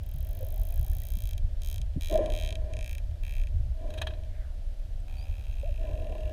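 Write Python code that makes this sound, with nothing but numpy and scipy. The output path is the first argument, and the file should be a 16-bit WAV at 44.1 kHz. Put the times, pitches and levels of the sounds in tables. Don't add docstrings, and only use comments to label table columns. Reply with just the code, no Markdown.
import sys
import numpy as np
from scipy import signal
from scipy.fft import rfft, irfft
from scipy.io import wavfile
from scipy.ndimage import uniform_filter1d

SR = 44100
rng = np.random.default_rng(int(sys.argv[2]) if len(sys.argv) > 2 else 0)


def wrap_up_sound(samples):
    columns = np.atleast_2d(samples).T
    tamed = np.clip(columns, -1, 1)
    steps = np.round(tamed * 32767).astype(np.int16)
    wavfile.write(sys.argv[1], SR, steps)


N = 278712
TIME = np.arange(N) / SR

# (frequency [Hz], bandwidth [Hz], gain [dB])
BODY_MODES = [(1653, 47, -5.5), (1846, 98, -5.5), (2353, 77, 7), (2620, 92, 5), (3166, 138, 8.5),
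              (3924, 270, 2)]
EDGE_MODES = [(4560, 240, -1.5), (5250, 330, 0.5), (6500, 394, 5.5), (8030, 280, -1), (9500, 450, 1.5)]
TOP_MODES = [(9920, 310, 7), (12770, 370, 13.5), (13600, 810, 10), (14700, 930, 8.5)]
# (frequency [Hz], bandwidth [Hz], gain [dB])
THUD_MODES = [(680, 120, 15), (995, 224, 10), (1700, 210, -0.5)]


def from_db(db):
    return 10 ** (np.asarray(db) / 20)


def rms_one(x):
    return x / np.sqrt(np.mean(x ** 2) + 1e-20)


def in_time(rows, at=TIME):
    s, *columns = np.transpose(rows)
    return [np.interp(at, s, c) for c in columns]


def lowpass(x, hz, order=2):
    return signal.sosfilt(signal.butter(order, hz, fs=SR, output="sos"), x)


def coloured_noise(spectrum):
    hz, db = np.transpose(spectrum)
    bins = np.maximum(np.fft.rfftfreq(N, 1 / SR), 1)
    gain = from_db(np.interp(np.log(bins), np.log(hz), db))
    return rms_one(irfft(rfft(rng.standard_normal(N)) * gain, N))


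def steady(x, span_s):
    return x / np.sqrt(uniform_filter1d(x ** 2, max(int(span_s * SR), 2)) + 1e-12)


def resonate(x, modes):
    out = 0
    for k, (hz, width, db) in enumerate(modes):
        r = np.exp(-np.pi * width / SR)
        zeros = np.array([1, 0, -1]) * (1 - r * r) / 2
        poles = [1, -2 * r * np.cos(2 * np.pi * hz / SR), r * r]
        out = out + (-1) ** k * from_db(db) * signal.lfilter(zeros, poles, x)
    return out


def case_ring(modes):
    ring = resonate(signal.unit_impulse(SR // 50), modes)
    return ring * np.sqrt(.005 * SR / np.sum(ring ** 2))


def through(x, response):
    return signal.oaconvolve(x, response)[:N]


def clicks_at(times, db):
    out = np.zeros(N)
    out[np.clip((times * SR).astype(int), 0, N - 1)] = from_db(db)
    return out


def glide(rows, octave_db):
    hz, db = in_time(rows)
    phase = 2 * np.pi * np.cumsum(hz) / SR
    sounding = (TIME > rows[0][0]) & (TIME < rows[-1][0])
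    return np.sqrt(2) * sounding * from_db(db) * (np.sin(phase) + from_db(octave_db) * np.sin(2 * phase))


def flow_rumble(gain_db=-0.3, eddy_hz=14, eddy_db=2.0):
    # (time [s], level [dB])
    envelope = [(0.0, -32.5), (0.52, -30.5), (0.65, -27), (1.19, -30.5), (1.42, -27.5), (1.86, -31),
                (2.16, -27.5), (2.9, -31.5), (3.6, -27.5), (4.15, -33.5), (4.7, -31.5), (5.2, -33.5),
                (5.62, -28.5), (6.3, -31.5)]
    # (frequency [Hz], relative density [dB])
    spectrum = [(5, -51), (16, -4.5), (28, 4.5), (45, -4.5), (70, -5.5), (100, -14), (130, -30), (170, -40),
                (300, -59.5), (1000, -120)]
    level, = in_time(envelope)
    eddies = np.clip(rms_one(lowpass(rng.standard_normal(N), eddy_hz)), -2, 2)
    return from_db(level + gain_db + eddy_db * eddies) * steady(coloured_noise(spectrum), 0.16)


def open_sea(hiss_db=-58.98, snaps_per_s=25, snap_db=-68, snap_edge_db=-10):
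    # (frequency [Hz], relative density [dB])
    spectrum = [(60, -44), (170, 5), (280, 1), (450, -4.5), (600, 6.5), (720, -1), (1100, -16),
                (1700, -10.5), (2100, -14), (3200, -12), (5400, -17.5), (7600, -22), (9600, -22),
                (14000, -25.5), (16000, -43)]
    snaps = (rng.random(N) < snaps_per_s / SR) * rng.standard_normal(N)
    wall = case_ring(BODY_MODES) + from_db(snap_edge_db) * case_ring(EDGE_MODES)
    return from_db(hiss_db) * coloured_noise(spectrum) + from_db(snap_db) * through(snaps, wall)


def train_times(start, length, count, first_gap, settling, last_gap, braking):
    k = np.arange(1, round(count))
    gaps = 1 + first_gap / k ** settling + last_gap / k[::-1] ** braking
    return start + length * np.append(0, np.cumsum(gaps)) / gaps.sum()


def click_train(times, beam, deep_hz=2900, echo_edge_db=-8, body_lag_s=.0001, off_aim_db=4):
    aim_s, sweep_s, body_db, edge_db, top_db, swell_db, deep_db, thud_db, echo_db, echo_s = beam
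    gaps = np.gradient(times)
    times = times + rng.normal(0, .0001, len(times))
    off_aim = ((times - aim_s) / sweep_s) ** 2
    swell = swell_db * ((times - times[0]) / (times[-1] - times[0]) - .5)
    edge = edge_db + 0.41 * swell
    top = top_db - off_aim_db * off_aim - 3 * np.log2(gaps / np.median(gaps))
    body_modes = [(hz, width, db + deep_db * (hz < deep_hz)) for hz, width, db in BODY_MODES]
    knock = clicks_at(times + body_lag_s, body_db + swell)
    echo = clicks_at(times + body_lag_s + echo_s, echo_db)
    return (through(from_db(thud_db) * knock, case_ring(THUD_MODES))
            + through(knock - echo, case_ring(body_modes))
            + through(clicks_at(times, edge) - from_db(echo_edge_db) * echo, case_ring(EDGE_MODES))
            + through(clicks_at(times, top), case_ring(TOP_MODES)))


def sonar():
    # (start [s], length [s], clicks [count], extra first gap [settled gaps],
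    # settling exponent [1], extra last gap [settled gaps], braking exponent [1])
    rhythms = [(0.0333, 1.3461, 71, 2.624, .229, 3.628, 2.119), (1.6194, .1966, 13, .34, .76, 2.41, 1.19),
               (2.0101, .1663, 13, -.11, 1.46, .7, .82), (2.26, .2947, 19, 3.61, 1.68, 2.27, .92),
               (2.7359, .2462, 13, 1.49, 1.06, 1.38, 1.29), (3.2351, .2356, 15, 1.97, .1, 4.33, 1.45)]
    # (best aim [s], sweep width [s], body [dB], edge [dB], top [dB], swell [dB],
    # deep-mode gain [dB], thud gain [dB], echo [dB], echo delay [s])
    beams = [(.84, 0.77, -71.5, -61.5, -49.5, 42.5, -1.5, -14, -63, 0.0032),
             (1.71, 0.058, -52, -51.5, -49.5, 3.5, -2, -11, -80, .0052),
             (2.1, 0.11, -46, -50, -53, 1, -0.5, -14.5, -55, 0.0019),
             (2.37, 0.12, -44, -51.5, -57, 2.5, 1.5, -28, -84, 0.0034),
             (2.94, 0.07, -47, -53, -54, -1.5, 9.5, -20, -74, 0.00525),
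             (3.31, 0.12, -50, -60, -60.5, -2.5, 10.5, -15, -69, 0.0055)]
    return sum(click_train(train_times(*rhythm), beam) for rhythm, beam in zip(rhythms, beams))


def scatter(x, level_db, t60_s):
    t = TIME[:SR // 5]
    tail = lowpass(rng.standard_normal(len(t)), 4500, order=1) * from_db(-60 * t / t60_s)
    return x + from_db(level_db) * through(x, tail / np.sqrt(np.sum(tail ** 2)))


def surge_gain(calm_db=-69, range_db=22):
    # (crest [s], rise [s], hold [s], fall [s], crest level [dB], sag over the hold [dB])
    surges = [(.42, .3, 1, .1, -52.5, 23), (2.138, 0.039, 0.097, 0.25, -25, 5),
              (2.445, 0.3, 0.34, 0.17, -48, -2), (3.863, 0.12, 0.21, 0.31, -45, -0.5),
              (5.829, .06, 0.98, .1, -43.5, -2.5)]
    power = from_db(calm_db) ** 2
    for crest, rise, hold, fall, db, sag_db in surges:
        t = TIME - crest
        flanks = (np.maximum(-t, 0) / rise) ** 2 + np.maximum(t - hold, 0) / fall
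        level = db - sag_db * np.clip(t / hold, 0, 1) - range_db * np.minimum(flanks, 10)
        power = power + from_db(level) ** 2
    return np.sqrt(power)


def wash(gain_db=-0.56, grain_db=1.5, grains_per_s=5000, dull_hz=2300, fizz_db=-34, fizz_edge_db=-12):
    # (frequency [Hz], bandwidth [Hz], gain [dB])
    hollow_modes = [(180.6, 42, -10.5), (324, 130, -10.5), (622.2, 24, 7), (704, 112, -15.5),
                    (979, 41, -14), (1005, 163, -22)]
    # (frequency [Hz], bandwidth [Hz], gain [dB])
    fizz_modes = [(1692, 150, 10), (2000, 43, 5.5), (2354, 59, 11), (3210, 460, 0.5), (3930, 170, 0)]
    sizes = from_db(grain_db * np.minimum(rng.exponential(1, N), 4)) * rng.standard_normal(N)
    grains = sizes * (rng.random(N) < grains_per_s / SR) + 1e-18
    hollow = lowpass(resonate(grains, hollow_modes), dull_hz)
    hollow = signal.lfilter(*signal.iirnotch(1300, 3.0, fs=SR), hollow)
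    fizz = rms_one(resonate(grains, fizz_modes) + from_db(fizz_edge_db) * resonate(grains, EDGE_MODES))
    surge = surge_gain()
    return surge * from_db(gain_db) * steady(hollow, 0.053) + surge ** 0.7 * from_db(fizz_db) * fizz


def bubbles_thumps_and_snaps(rise=0.0044, onset_s=0.0031):
    # (time [s], frequency [Hz], level [dB], time to decay by 60 dB [s])
    rings = [(.145, 134, -34, 0.25), (.405, 530, -38, 0.19), (.428, 522, -29.5, 0.049),
             (.724, 2500, -44, 0.027), (.775, 1670, -47, 0.025), (0.795, 101, -23, 0.14),
             (.926, 1740, -45, 0.028), (0.957, 113, -36, 0.26), (1.024, 1940, -45.5, 0.03),
             (1.168, 180, -27.5, 0.035), (1.432, 125, -31, 0.098), (1.8, 117, -28, 0.092),
             (1.962, 147, -13, 0.036), (1.972, 272, -21, 0.039), (2.115, 331, -22.5, 0.047),
             (2.154, 654, -14.5, 0.085), (2.190, 576, -9.5, 0.042), (2.205, 346, -24.5, 0.085),
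             (3.545, 123, -29, 0.096), (3.68, 125, -36.5, 0.16), (5.001, 8000, -43, 0.01),
             (5.530, 6460, -42, 0.013), (5.592, 8050, -55, 0.053)]
    out = np.zeros(N)
    for s, hz, db, t60 in rings:
        start = int(s * SR)
        t = TIME[:min(int(2 * t60 * SR), N - start)]
        tone = np.sin(2 * np.pi * hz * t * (1 + rise * t / t60))
        out[start:start + len(t)] += from_db(db - 60 * t / t60) * (1 - np.exp(-t / onset_s)) * tone
    return out


def gurgle(start_s=0.17, end_s=1.15, range_hz=(546, 783), per_s=110, level_db=-53, spread_db=3,
           ring_cycles=36, sizes=12):
    swell = np.sin(np.pi * np.clip((TIME - start_s) / (end_s - start_s), 0, 1))
    born = (rng.random(N) < per_s / SR) * from_db(level_db + spread_db * rng.standard_normal(N)) * swell
    size = rng.integers(0, sizes, N)
    t = TIME[:SR // 10]
    rings = [np.sin(2 * np.pi * hz * t) * from_db(-60 * t * hz / ring_cycles)
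             for hz in np.geomspace(*range_hz, sizes)]
    return sum(through(born * (size == k), ring) for k, ring in enumerate(rings))


def rasps(attack_s=0.002, tail_s=0.0082, thud_db=-3, top_db=-10, clicks_per_s=4200, knock_db=-4):
    # (time [s], level [dB], length [s], treble gain [dB])
    pulses = [(3.902, -51, .003, -7), (3.937, -48, .003, -6), (3.975, -44.5, 0.011, -14.5),
              (4.015, -32.5, 0.0047, -12), (4.068, -36, 0.0048, -20), (4.104, -49, 0.0036, -26),
              (4.135, -50.5, 0.0018, -24)]
    low, high = np.zeros(N), np.zeros(N)
    for s, db, length, treble_db in pulses:
        shape = np.clip((TIME - s) / attack_s, 0, 1) * np.exp(-np.maximum(TIME - s - length, 0) / tail_s)
        low += from_db(db) * shape
        high += from_db(db + treble_db) * shape ** 2
    burst = rng.standard_normal(N) * (rng.random(N) < clicks_per_s / SR)
    burst = np.diff(burst, prepend=0)
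    thud, body, edge, top = [rms_one(resonate(burst, modes))
                             for modes in (THUD_MODES, BODY_MODES, EDGE_MODES, TOP_MODES)]
    knock = rms_one(resonate(burst, [(1696, 50, 22.6), (2550, 520, 7.7)]))
    shake = steady(body + from_db(thud_db) * thud + from_db(knock_db) * knock, 0.015)
    return low * shake + high * (edge + from_db(top_db) * top)


def swish(half_width_hz=340):
    # (time [s], centre frequency [Hz], level [dB])
    contour = [(4.29, 2195, -73.5), (4.36, 2010, -66), (4.41, 1830, -67), (4.47, 1400, -66),
               (4.55, 1135, -73)]
    flutter = lowpass(rng.standard_normal(N), half_width_hz)
    return rms_one(flutter) * glide(contour, octave_db=-16)


def creak(start_s=5.082, count=71, buzz_db=-56.0, buzz_hz=775, buzz_width_hz=90, fade_db_per_s=18):
    # (time [s], gap [s])
    pace = [(5.08, .01458), (5.3, .01405), (5.6, .01472), (5.85, .01959), (6.0, .02266), (6.14, .02995),
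            (6.28, .01907)]
    beam = (8, -3, -59.5, -68.5, -67, 0.5, 5.5, -8.5, -43, 1.6)
    times = [start_s]
    while len(times) < count:
        times.append(times[-1] + in_time(pace, times[-1])[0])
    times = np.array(times)
    fading_clicks = clicks_at(times, buzz_db - fade_db_per_s * (times - start_s))
    buzz = through(fading_clicks, case_ring([(buzz_hz, buzz_width_hz, 0)]))
    return buzz + chirps(times) + click_train(times, beam)


def chirps(times, start_hz=2296, sweep_hz_per_s=73000, length_s=0.0061, level_db=-59.5,
           climb_hz_per_s=174, swell_db_per_s=8):
    out = np.zeros(N)
    t = TIME[:int(length_s * SR)]
    window = np.sin(np.pi * t / length_s)
    for s in times:
        age, start = s - times[0], int(s * SR)
        phase = 2 * np.pi * t * (start_hz + climb_hz_per_s * age + sweep_hz_per_s * t / 2)
        out[start:start + len(t)] += from_db(level_db + swell_db_per_s * age) * window * np.sin(phase)
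    return out


def whistle():
    # (time [s], frequency [Hz], level [dB])
    contour = [(5.162, 4560, -74), (5.172, 4580, -65), (5.183, 4510, -63), (5.191, 4640, -54.5),
               (5.208, 4680, -68), (5.228, 4820, -59), (5.243, 4980, -68), (5.254, 5050, -77)]
    return glide(contour, octave_db=-15)


def wobbling_bubble():
    # (time [s], frequency [Hz], level [dB])
    contour = [(5.631, 564, -65), (5.634, 555, -37.5), (5.645, 566, -41.5), (5.668, 694, -48),
               (5.681, 700, -51), (5.693, 597, -42.5), (5.708, 560, -51), (5.735, 630, -61),
               (5.75, 636, -70)]
    return glide(contour, octave_db=-49)


def scene():
    dolphins = scatter(sonar() + creak() + rasps() + whistle(), level_db=-14.5, t60_s=0.038)
    water = flow_rumble() + open_sea() + wash() + gurgle()
    water += bubbles_thumps_and_snaps() + swish() + wobbling_bubble()
    return (dolphins + water)[None]


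def record(dry, cutoff_hz=16100):
    return signal.sosfilt(signal.ellip(10, .2, 80, cutoff_hz, fs=SR, output="sos"), dry)


dry = scene()
out = record(dry)
wrap_up_sound(out)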